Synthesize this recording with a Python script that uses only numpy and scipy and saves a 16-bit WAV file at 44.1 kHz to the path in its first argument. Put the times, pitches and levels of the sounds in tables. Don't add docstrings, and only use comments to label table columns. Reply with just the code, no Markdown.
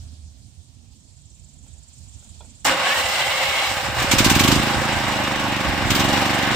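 import sys
import numpy as np
from scipy import signal
from scipy.io import wavfile
from scipy.ndimage import uniform_filter1d

SR = 44100
rng = np.random.default_rng(int(sys.argv[2]) if len(sys.argv) > 2 else 0)


def to_wav(s):
    ch = np.atleast_2d(s).T
    pcm = np.round(np.clip(ch, -1, 1) * 32767)
    wavfile.write(sys.argv[1], SR, pcm.astype(np.int16))


N = 288855


def amp(db):
    return 10 ** (np.asarray(db) / 20)


def rms_one(x):
    return x / np.sqrt(np.mean(x ** 2) + 1e-20)


def in_time(rows):
    s, *columns = np.transpose(rows)
    return [np.interp(np.arange(N) / SR, s, c) for c in columns]


def between(rows):
    t = np.arange(N) / SR
    inside = 1. * (t >= rows[0][0]) * (t <= rows[-1][0])
    return uniform_filter1d(inside, size=64)


def at_hz(points, hz):
    point_hz, value = np.transpose(points)
    return np.interp(np.log(hz), np.log(point_hz + 1e-9), value)


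def drift(rate_hz):
    r = np.exp(-80 * np.pi * rate_hz / SR)
    noise = rng.standard_normal(N // 40 + 2002)
    slow = signal.lfilter([1], [1, -2 * r, r * r], noise)[2000:]
    return np.interp(np.arange(N) / 40, np.arange(len(slow)), rms_one(slow))


def clicks(times_s, levels_db):
    out = np.full(N, 1e-18)
    at = np.round(np.asarray(times_s) * SR).astype(int)
    np.add.at(out, np.clip(at, 0, N - 1), amp(levels_db))
    return out


def fade(x, decay_s):
    return signal.lfilter([1], [1, -np.exp(-1 / (decay_s * SR))], x)


def hold(x, lasts_s):
    return signal.fftconvolve(x, np.hanning(round(lasts_s * SR)))[:N]


def humps(times_s, heights, lasts_s):
    out = np.zeros(N)
    out[(np.asarray(times_s) * SR).astype(int)] = heights
    return signal.fftconvolve(out, np.hanning(round(lasts_s * SR)), "same")


def ring(x, modes):
    out = 0
    for hz, db, t60_s in modes:
        r, w = amp(-60 / (t60_s * SR)), 2 * np.pi * hz / SR
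        out = out + signal.lfilter([0, amp(db) * np.sin(w)], [1, -2 * r * np.cos(w), r * r], x)
    return out


def resonance(x, hz, width_hz):
    r = np.exp(-np.pi * width_hz / SR)
    poles = [1, -2 * r * np.cos(2 * np.pi * hz / SR), r * r]
    return signal.lfilter(np.array([1, 0, -1]) * (1 - r * r) / 2, poles, x)


def bands(spectrum, like, pan, patchy_db):
    low_hz, high_hz = spectrum[0][0], spectrum[-1][0]
    edges = np.geomspace(low_hz, high_hz, int(2.5 * np.log2(high_hz / low_hz)) + 1)
    white, out = rng.standard_normal((2, 2, N)), []
    for k, (low, high) in enumerate(zip(edges, edges[1:])):
        band_pass = signal.butter(2, [low, high], "band", fs=SR, output="sos")
        mid, side = signal.sosfilt(band_pass, white[k % 2])
        hz = np.sqrt(low * high)
        alike = np.clip(at_hz(like, hz), -1, 1)
        pan_db = at_hz(pan, hz) / 2 * np.array([[1], [-1]])
        gain = amp(at_hz(spectrum, hz) + patchy_db * drift(10.4) + pan_db)
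        out.append(gain * (np.sqrt(1 + alike) * mid + np.sqrt(1 - alike) * side * [[1], [-1]]))
    mid_rms = np.std(np.sum(out, axis=0).mean(axis=0))
    return np.sqrt(edges[1:] * edges[:-1]), np.array(out) / mid_rms


LEFT_BASS_CUT_HZ = 99


def right_heavy(x):
    bass_cut = signal.butter(1, LEFT_BASS_CUT_HZ, "high", fs=SR, output="sos")
    return np.array([signal.sosfilt(bass_cut, x) * amp(-2.8), x * amp(-1.1)])


# start_s, firings_per_s
SPEED = [(4.13, 12.939), (4.2, 15.613), (4.27, 18.853), (4.35, 20.762), (4.45, 25.222), (4.55, 27.416),
         (4.7, 27.398), (4.9, 26.988), (5.1, 25.491), (5.3, 24.846), (5.5, 24.24), (5.7, 23.539),
         (5.85, 21.503), (6.0, 22.562), (6.2, 23.834), (6.4, 23.692), (6.55, 23.227)]
FIRST_FIRING_S = 4.134


def firing_times():
    cycles = np.cumsum(in_time(SPEED)[0]) / SR
    cycles = cycles - cycles[round((FIRST_FIRING_S + .003) * SR)]
    whole = np.arange(int(cycles[-1]) + 2)
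    return np.interp(whole, cycles, np.arange(N) / SR, right=N / SR) - .003


def cycle(fired):
    return np.interp(np.arange(N) / SR, fired, np.arange(len(fired)))


# start_s, thump_db, hiss_db
LOAD = [(4.13, -8.5, -25.5), (4.27, -5.5, -24), (4.37, -8, -30), (4.42, -7, -27), (4.53, -6.5, -30.5),
        (4.6, -13.5, -45), (4.8, -17.5, -49), (5.0, -19, -48), (5.6, -17, -45.5), (5.86, -16.5, -51),
        (5.918, -11, -28), (6.0, -11.5, -35), (6.15, -13, -40.5), (6.35, -16, -42.5), (6.55, -16, -43)]
# start_s, thump_db, hiss_db
PUFFS = [(3.711, -29, -40), (3.767, -30, -55.5), (3.831, -28, -46), (3.884, -21, -60), (3.925, -27, -57),
         (3.966, -30, -49), (4.017, -20.5, -40), (4.043, -15.5, -37), (4.112, -13.5, -55)]
# start_s, gulp_re_thump_db, piston_push_lag_cycles
STROKES = [(4.13, -14, .3), (4.55, -10, .29), (4.65, -7, .24), (5.7, -7, .24), (5.9, -3, .24),
           (6.55, -5, .24)]
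# pitch_hz, level_db, t60_s
MUFFLER = [(66, -17, 0.19), (131, -5.5, 0.051), (218.3, -5.5, 0.02), (281.7, 4.5, 0.013), (345, -1, 0.0095)]
MUFFLER_TOP_HZ = 430
DULL_HZ = 184
GULP_LEAD_CYCLES, GULP_SPREAD_DB = .32, 1.2


def exhaust(fired):
    load_s, load_db, _ = np.transpose(LOAD)
    stroke_s, gulp_db, push_lag = np.transpose(STROKES)
    puff_s, puff_db, _ = np.transpose(PUFFS)
    count, cycle_s = len(fired), np.gradient(fired)
    db = np.interp(fired, load_s, load_db)
    gulp_db = np.interp(fired, stroke_s, gulp_db) + GULP_SPREAD_DB * rng.standard_normal(count)
    push_s = fired + np.interp(fired, stroke_s, push_lag) * cycle_s
    gulp_s = fired - GULP_LEAD_CYCLES * cycle_s
    at = np.r_[fired, push_s, fired + .014, gulp_s, puff_s]
    db = np.r_[db, db - 10, db - 16, db + gulp_db, puff_db]
    group = np.arange(len(at)) // count
    side_pulse = np.arange(len(at)) >= count
    dull = np.arange(len(at)) >= 3 * count
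    sign = 1 - 2. * (group == 3)
    at = at - .0005 + side_pulse * rng.normal(0, .0002, len(at))
    thump = 0
    for mode in MUFFLER:
        share_db = rng.normal(0, 1, len(at)) * (.5 + .5 * side_pulse)
        share_db += dull * (6 - 10 * np.log10(1 + (mode[0] / DULL_HZ) ** 4))
        blows = 0
        for s in (1, -1):
            chosen = (at < N / SR) & (sign == s)
            blows = blows + s * clicks(at[chosen], (db + share_db)[chosen])
        push = np.roll(blows, round(.0017 * SR)) - .6 * blows
        thump = thump + ring(hold(push, 0.0018), [mode]) * amp(-31.5)
    low_pass = signal.butter(3, MUFFLER_TOP_HZ, fs=SR, output="sos")
    return right_heavy(signal.sosfilt(low_pass, thump))


# pitch_hz, level_db_per_hz
CHUFF_COLOUR = [(500, -42), (1000, -1), (2000, -1), (3000, 7), (4000, 0), (6000, 0.5), (8800, 2),
                (10500, -6), (12500, 3.5), (16500, -18)]
# hiss_db, lead_cycles
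VALVE_LEAD = [(-53, 0.14), (-27.5, 0.38)]
# pitch_hz, likeness
NEAR_LIKE = [(60, 0.19), (150, 0.86), (380, 0.73), (950, 0.82), (2380, 0.38), (5980, 0.11), (15000, 0.018)]
# pitch_hz, left_re_right_db
NEAR_PAN = [(60, -16.5), (130, -6), (290, -2.5), (640, -3), (1410, -1.5), (3100, 1), (6820, -5),
            (15000, -0.5)]


def chuff(fired):
    load_s, _, hiss_db = np.transpose(LOAD)
    puff_s, _, puff_hiss_db = np.transpose(PUFFS)
    hiss_db = np.interp(fired, load_s, hiss_db)
    lead_s = np.interp(hiss_db, *np.transpose(VALVE_LEAD)) * np.gradient(fired)
    opens = clicks(fired - lead_s, hiss_db + rng.normal(0, 1.14, len(fired)))
    opens += clicks(puff_s - .025, puff_hiss_db)
    opens = hold(opens, 0.011) * amp(-33.5)
    hz, noise = bands(CHUFF_COLOUR, NEAR_LIKE, NEAR_PAN, patchy_db=1.5)
    return sum(band * fade(opens, 0.024 * (f / 4000) ** -.15) for f, band in zip(hz, noise))


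CRANK_HUM_RE_THUMP_DB, CRANK_HUM_LEAD_CYCLES = -28, .08


def crank_hum(fired):
    tone = np.cos(4 * np.pi * (cycle(fired) + CRANK_HUM_LEAD_CYCLES))
    level_db = in_time(LOAD)[0] + CRANK_HUM_RE_THUMP_DB + 1.1 * drift(4)
    return right_heavy(tone * amp(level_db) * between(SPEED))


FIRST_SQUEEZE_S, SQUEEZE_GAP_S = 2.99, .217
SQUEEZE_DB, SQUEEZE_LASTS_S = 2, 0.066


def squeezes():
    return FIRST_SQUEEZE_S + SQUEEZE_GAP_S * np.arange(5)


def squeeze_swell_db():
    return humps(squeezes(), SQUEEZE_DB, SQUEEZE_LASTS_S)


# start_s, clatter_db, treble_re_clatter_db
CRANKING = [(2.648, -36, 25), (2.654, -15, 10.5), (2.702, -18.5, 2), (2.762, -22.5, 2), (2.88, -20.5, 3.5),
            (2.98, -23.5, 8.5), (3.67, -24, 6.5), (3.71, -23.5, 5.5), (3.948, -26, 3.5),
            (3.992, -19.5, 3.5), (4.08, -22, 1.5)]
RUNNING = [(4.12, -21.5, 7), (4.32, -20, 3.5), (5.54, -23, -2), (5.91, -22.5, 0.5), (6.1, -19.5, 1.5),
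           (6.55, -20.5, -2.5)]
# pitch_hz, level_db_per_hz
CLATTER_COLOUR = [(100, -1), (140, 7), (204, 2), (354, 5), (440, -6.5), (542, -0.5), (1180, 0.5),
                  (2150, -0.5), (2840, -4), (4500, -9.5), (6170, -24), (8800, -9), (10500, -34),
                  (12500, -25), (16500, -21)]
# pitch_hz, width_hz, gain_db
CASING = [(528.6, 30, 9.5), (806, 54, 6.5), (1103, 2.2, 12), (1340, 80, -5.5), (1560, 8.3, 6),
          (2860, 20, 8.5), (3710, 6.7, 8.5), (5590, 120, 7.5), (7060, 116, 3.5)]
# start_s, peak_db
SLAMS = [(2.646, -23), (2.651, -13), (2.669, -7.5), (2.681, -24), (2.695, -9), (2.712, -8.5),
         (2.723, -10.5)]
CRANKING_BASS_DB, RUNNING_BASS_DB = -14, -10
STROKE_SWING_DB, STROKE_LAG_CYCLES = 0.5, 0.02


def clatter(fired):
    level_db, treble_db = in_time(CRANKING + RUNNING)
    running = between(RUNNING)
    bass_db = CRANKING_BASS_DB + (RUNNING_BASS_DB - CRANKING_BASS_DB) * running
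    stroke = np.cos(2 * np.pi * (cycle(fired) - STROKE_LAG_CYCLES))
    level_db = level_db + squeeze_swell_db() + running * STROKE_SWING_DB * stroke
    hz, noise = bands(CLATTER_COLOUR, NEAR_LIKE, NEAR_PAN, patchy_db=1.0)
    contacts = 0
    for f, band in zip(hz, noise):
        tilt_db = treble_db * np.clip(np.log2(f / 3000), 0, 1) + bass_db * (f < 430)
        contacts = contacts + band * amp(tilt_db)
    casing = sum((amp(db) - 1) * resonance(contacts, f, width) for f, width, db in CASING)
    steady = amp(level_db + 0.86 * drift(52)) * between(CRANKING + RUNNING)
    slam = fade(clicks(*np.transpose(SLAMS)), 0.0023) * amp(-10)
    return (contacts + casing) * (steady + slam)


# pitch_hz, level_db, t60_s
BLOCK = [(174, -28, 0.4), (268, -23, 0.33), (312, -23, 0.53)]


def block():
    return ring(clicks(*np.transpose(SLAMS)), BLOCK)


# start_s, pitch_hz, level_db
WHINE = [(2.75, 1250, -36), (2.8, 1400, -28), (2.9, 1740, -25), (2.95, 1850, -27), (3.05, 1980, -31),
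         (3.2, 2090, -29), (3.4, 2130, -29), (3.66, 2190, -28), (3.74, 2190, -38)]


def whine():
    hz, db = in_time(WHINE)
    out = 0
    for ratio, below_db in ((1, 0), (1.48, -9)):
        phase = 2 * np.pi * np.cumsum(ratio * hz * (1 + .021 * drift(60))) / SR
        tone = np.sin(phase + np.array([[0], [.6]]))
        out = out + tone * (1 + .6 * drift(90)) * amp(below_db)
    return out * amp(db) * between(WHINE)


# pitch_hz, width_hz, level_db
STARTER = [(2015, 24, 0.5), (2245, 30, 3), (2580, 30, -6), (2750, 66, 3.5), (2887, 25, 0), (3096, 47, 1),
           (3320, 54, -2), (3610, 40, -4.5), (3950, 30, -3)]
GRIND_RE_WHINE_DB, GRIND_PER_OCTAVE_DB = 5, 10


def grind():
    hz, db = in_time(WHINE)
    noise = rng.standard_normal((2, N)) + 0.38 * rng.standard_normal(N)
    rung = sum(amp(g) * resonance(noise, f, width) / np.sqrt(width) for f, width, g in STARTER)
    speed_db = GRIND_PER_OCTAVE_DB * np.log2(hz / WHINE[-1][1])
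    swell_db = squeeze_swell_db() + 1.4 * drift(30) + speed_db
    return rms_one(rung) * amp(db + GRIND_RE_WHINE_DB + swell_db) * between(WHINE)


# start_s, level_db
SHAKE = [(2.65, -51), (3.6, -39), (3.9, -27.5), (4.13, -19), (4.52, -17), (4.72, -27), (5.6, -31),
         (5.75, -23), (5.95, -16), (6.05, -29), (6.55, -45)]
# pitch_hz, level_db_per_hz
SHAKE_COLOUR = [(25, -29), (40, -23), (60, 1), (85, -1.5), (115, -2.5), (150, -8.5)]
# centre_s, height_db
JOLTS = [(2.67, -38), (4.02, -26), (4.79, -25), (4.97, -24), (5.29, -31), (5.69, -23)]
JOLT_LASTS_S = .07
LURCH_AFTER_S, LURCH_DB, LURCH_GROWS_DB = .07, -35, 1


def shake():
    rumble = bands(SHAKE_COLOUR, NEAR_LIKE, NEAR_PAN, patchy_db=1.5)[1].sum(axis=(0, 1))
    jolt_s, jolt_db = np.transpose(JOLTS)
    jolts = humps(jolt_s, amp(jolt_db), JOLT_LASTS_S)
    lurch_db = LURCH_DB + LURCH_GROWS_DB * np.arange(5)
    lurches = humps(squeezes() + LURCH_AFTER_S, amp(lurch_db), JOLT_LASTS_S)
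    steady = amp(in_time(SHAKE)[0]) * between(SHAKE)
    return right_heavy(rumble * (steady + jolts + lurches) * amp(-10.0))


# start_s, peak_db, tick_re_peak_db
KNOCKS = [(0.119, -66, -30), (1.664, -56, -2), (2.225, -54, -30), (2.25, -56, -30), (2.406, -40, -30),
          (2.427, -56, -30), (2.447, -51, -30)]
# pitch_hz, level_db, t60_s
PANEL = [(680, -5, .016), (880, -4, .016), (1380, -9, .014), (2450, -10, .01), (3400, -6, .014)]


def knocks():
    s, db, tick_db = np.transpose(KNOCKS)
    rub = fade(clicks(s, db), 0.011) * rng.standard_normal(N)
    tap = 4.0 * clicks(s + 0.00203, db)
    ticks = fade(clicks(s, db + tick_db), 0.0075) * rng.standard_normal(N)
    return (ring(rub + tap, PANEL) * amp(-16.5) + ticks) * amp([[-2], [2]])


# start_s, peak_db
CICADA = [(0.84, -51), (1.3, -43.5), (2.0, -39.5), (2.6, -39), (4.0, -54)]
CICADA_LOW_HZ, CICADA_HIGH_HZ, CICADA_CLICKS_HZ = 6700, 8500, 368
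TYMBAL_HZ, TYMBAL_WIDTH_HZ, THROB_SPREAD_DB = 7500, 900, .6
FIRST_THROB_S, FIRST_GAP_S, LAST_GAP_S, SLOWING_THROBS = .836, .0369, .0516, 31.3


def cicada():
    left_to_slow = np.maximum(1 - (np.arange(64) - .5) / SLOWING_THROBS, 0)
    gaps = LAST_GAP_S - (LAST_GAP_S - FIRST_GAP_S) * left_to_slow ** 2
    s = FIRST_THROB_S + np.cumsum(gaps) - gaps[0]
    db = np.interp(s, *np.transpose(CICADA)) + THROB_SPREAD_DB * rng.standard_normal(len(s))
    throbs = clicks(s, db)
    tick = np.maximum(np.sin(2 * np.pi * CICADA_CLICKS_HZ * np.arange(N) / SR), 0) ** 2 + 0.73
    band = signal.butter(3, [CICADA_LOW_HZ, CICADA_HIGH_HZ], "band", fs=SR, output="sos")
    buzz = rms_one(signal.sosfilt(band, rng.standard_normal((2, N)) * tick))
    throb = rms_one(resonance(buzz, TYMBAL_HZ, TYMBAL_WIDTH_HZ)) * hold(throbs, 0.031)
    return (throb + 0.26 * buzz * hold(throbs, 0.12)) * amp(-9.5) * amp([[-1], [4]])


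# start_s, pitch_hz, level_db
HUM = [(0.0, 82.5, -33), (0.15, 75.5, -43), (0.282, 77, -37), (0.338, 66.1, -53), (0.5, 61, -63)]


def hum():
    hz, db = in_time(HUM)
    tone = np.sin(2 * np.pi * np.cumsum(hz) / SR)
    return tone * amp(db + 2) * between(HUM) * amp([[-4], [3]])


# start_s, wind_db, hiss_db
YARD = [(0.0, -43.5, -52), (0.3, -47, -56.5), (0.5, -47.5, -57.5), (1.3, -50, -58), (1.6, -44.5, -57),
        (1.66, -44.5, -55.5), (1.9, -49.5, -54.5), (2.03, -44.5, -54), (2.1, -46.5, -54),
        (2.47, -44, -52.5), (2.56, -46.5, -54.5)]
# pitch_hz, level_db_per_hz
WIND_COLOUR = [(15, -53), (25, -30), (42, -12), (75, 0), (129, -8), (146, -19), (216, -10), (500, -52),
               (650, -73), (1100, -120)]
# pitch_hz, likeness
FAR_LIKE = [(60, 1), (180, 0.64), (550, 0.42), (1650, -0.27), (4970, 0.059), (15000, -0.14)]
# pitch_hz, left_re_right_db
FAR_PAN = [(60, -22), (130, -11), (290, -7), (640, -8), (1410, -10), (3100, -2.5), (6820, -3.5),
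           (15000, -3)]
GUST_DB, GUST_RATE_HZ = 1, 5.7


def wind():
    noise = bands(WIND_COLOUR, FAR_LIKE, FAR_PAN, patchy_db=3.5)[1].sum(axis=0)
    return noise * amp(in_time(YARD)[0] + GUST_DB * drift(GUST_RATE_HZ))


# pitch_hz, level_db_per_hz
HISS_COLOUR = [(250, -30), (600, -1), (885, -5.5), (1120, -11.5), (2210, -10.5), (2650, -4.5), (3290, -1),
               (5340, 1.5), (6620, 0.5), (8600, 6), (9800, -18), (11500, -25), (14000, -13), (16500, -18)]


def leaf_hiss():
    noise = bands(HISS_COLOUR, FAR_LIKE, FAR_PAN, patchy_db=1.75)[1].sum(axis=0)
    return noise * amp(in_time(YARD)[1] + 1)


GROUND_DIP_HZ, GROUND_DIP_WIDTH_HZ, GROUND_DIP_SHARE = 445, 80, .75


def scene():
    fired = firing_times()
    machine = exhaust(fired) + chuff(fired) + crank_hum(fired) + clatter(fired) + block()
    machine = machine + whine() + grind() + shake()
    machine = machine - GROUND_DIP_SHARE * resonance(machine, GROUND_DIP_HZ, GROUND_DIP_WIDTH_HZ)
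    return machine + knocks() + cicada() + hum() + wind() + leaf_hiss()


MIC_DIP_HZ, MIC_DIP_WIDTH_HZ, MIC_DIP_SHARE = 9910, 6400, 0.71
CUTOFF_HZ = 16350


def record(dry):
    heard = dry - MIC_DIP_SHARE * resonance(dry, MIC_DIP_HZ, MIC_DIP_WIDTH_HZ)
    rounded = 1.429 * np.tanh(heard / 1.56)
    return signal.sosfilt(signal.cheby2(14, 70, CUTOFF_HZ, fs=SR, output="sos"), rounded)


dry = scene()
out = record(dry)
to_wav(out)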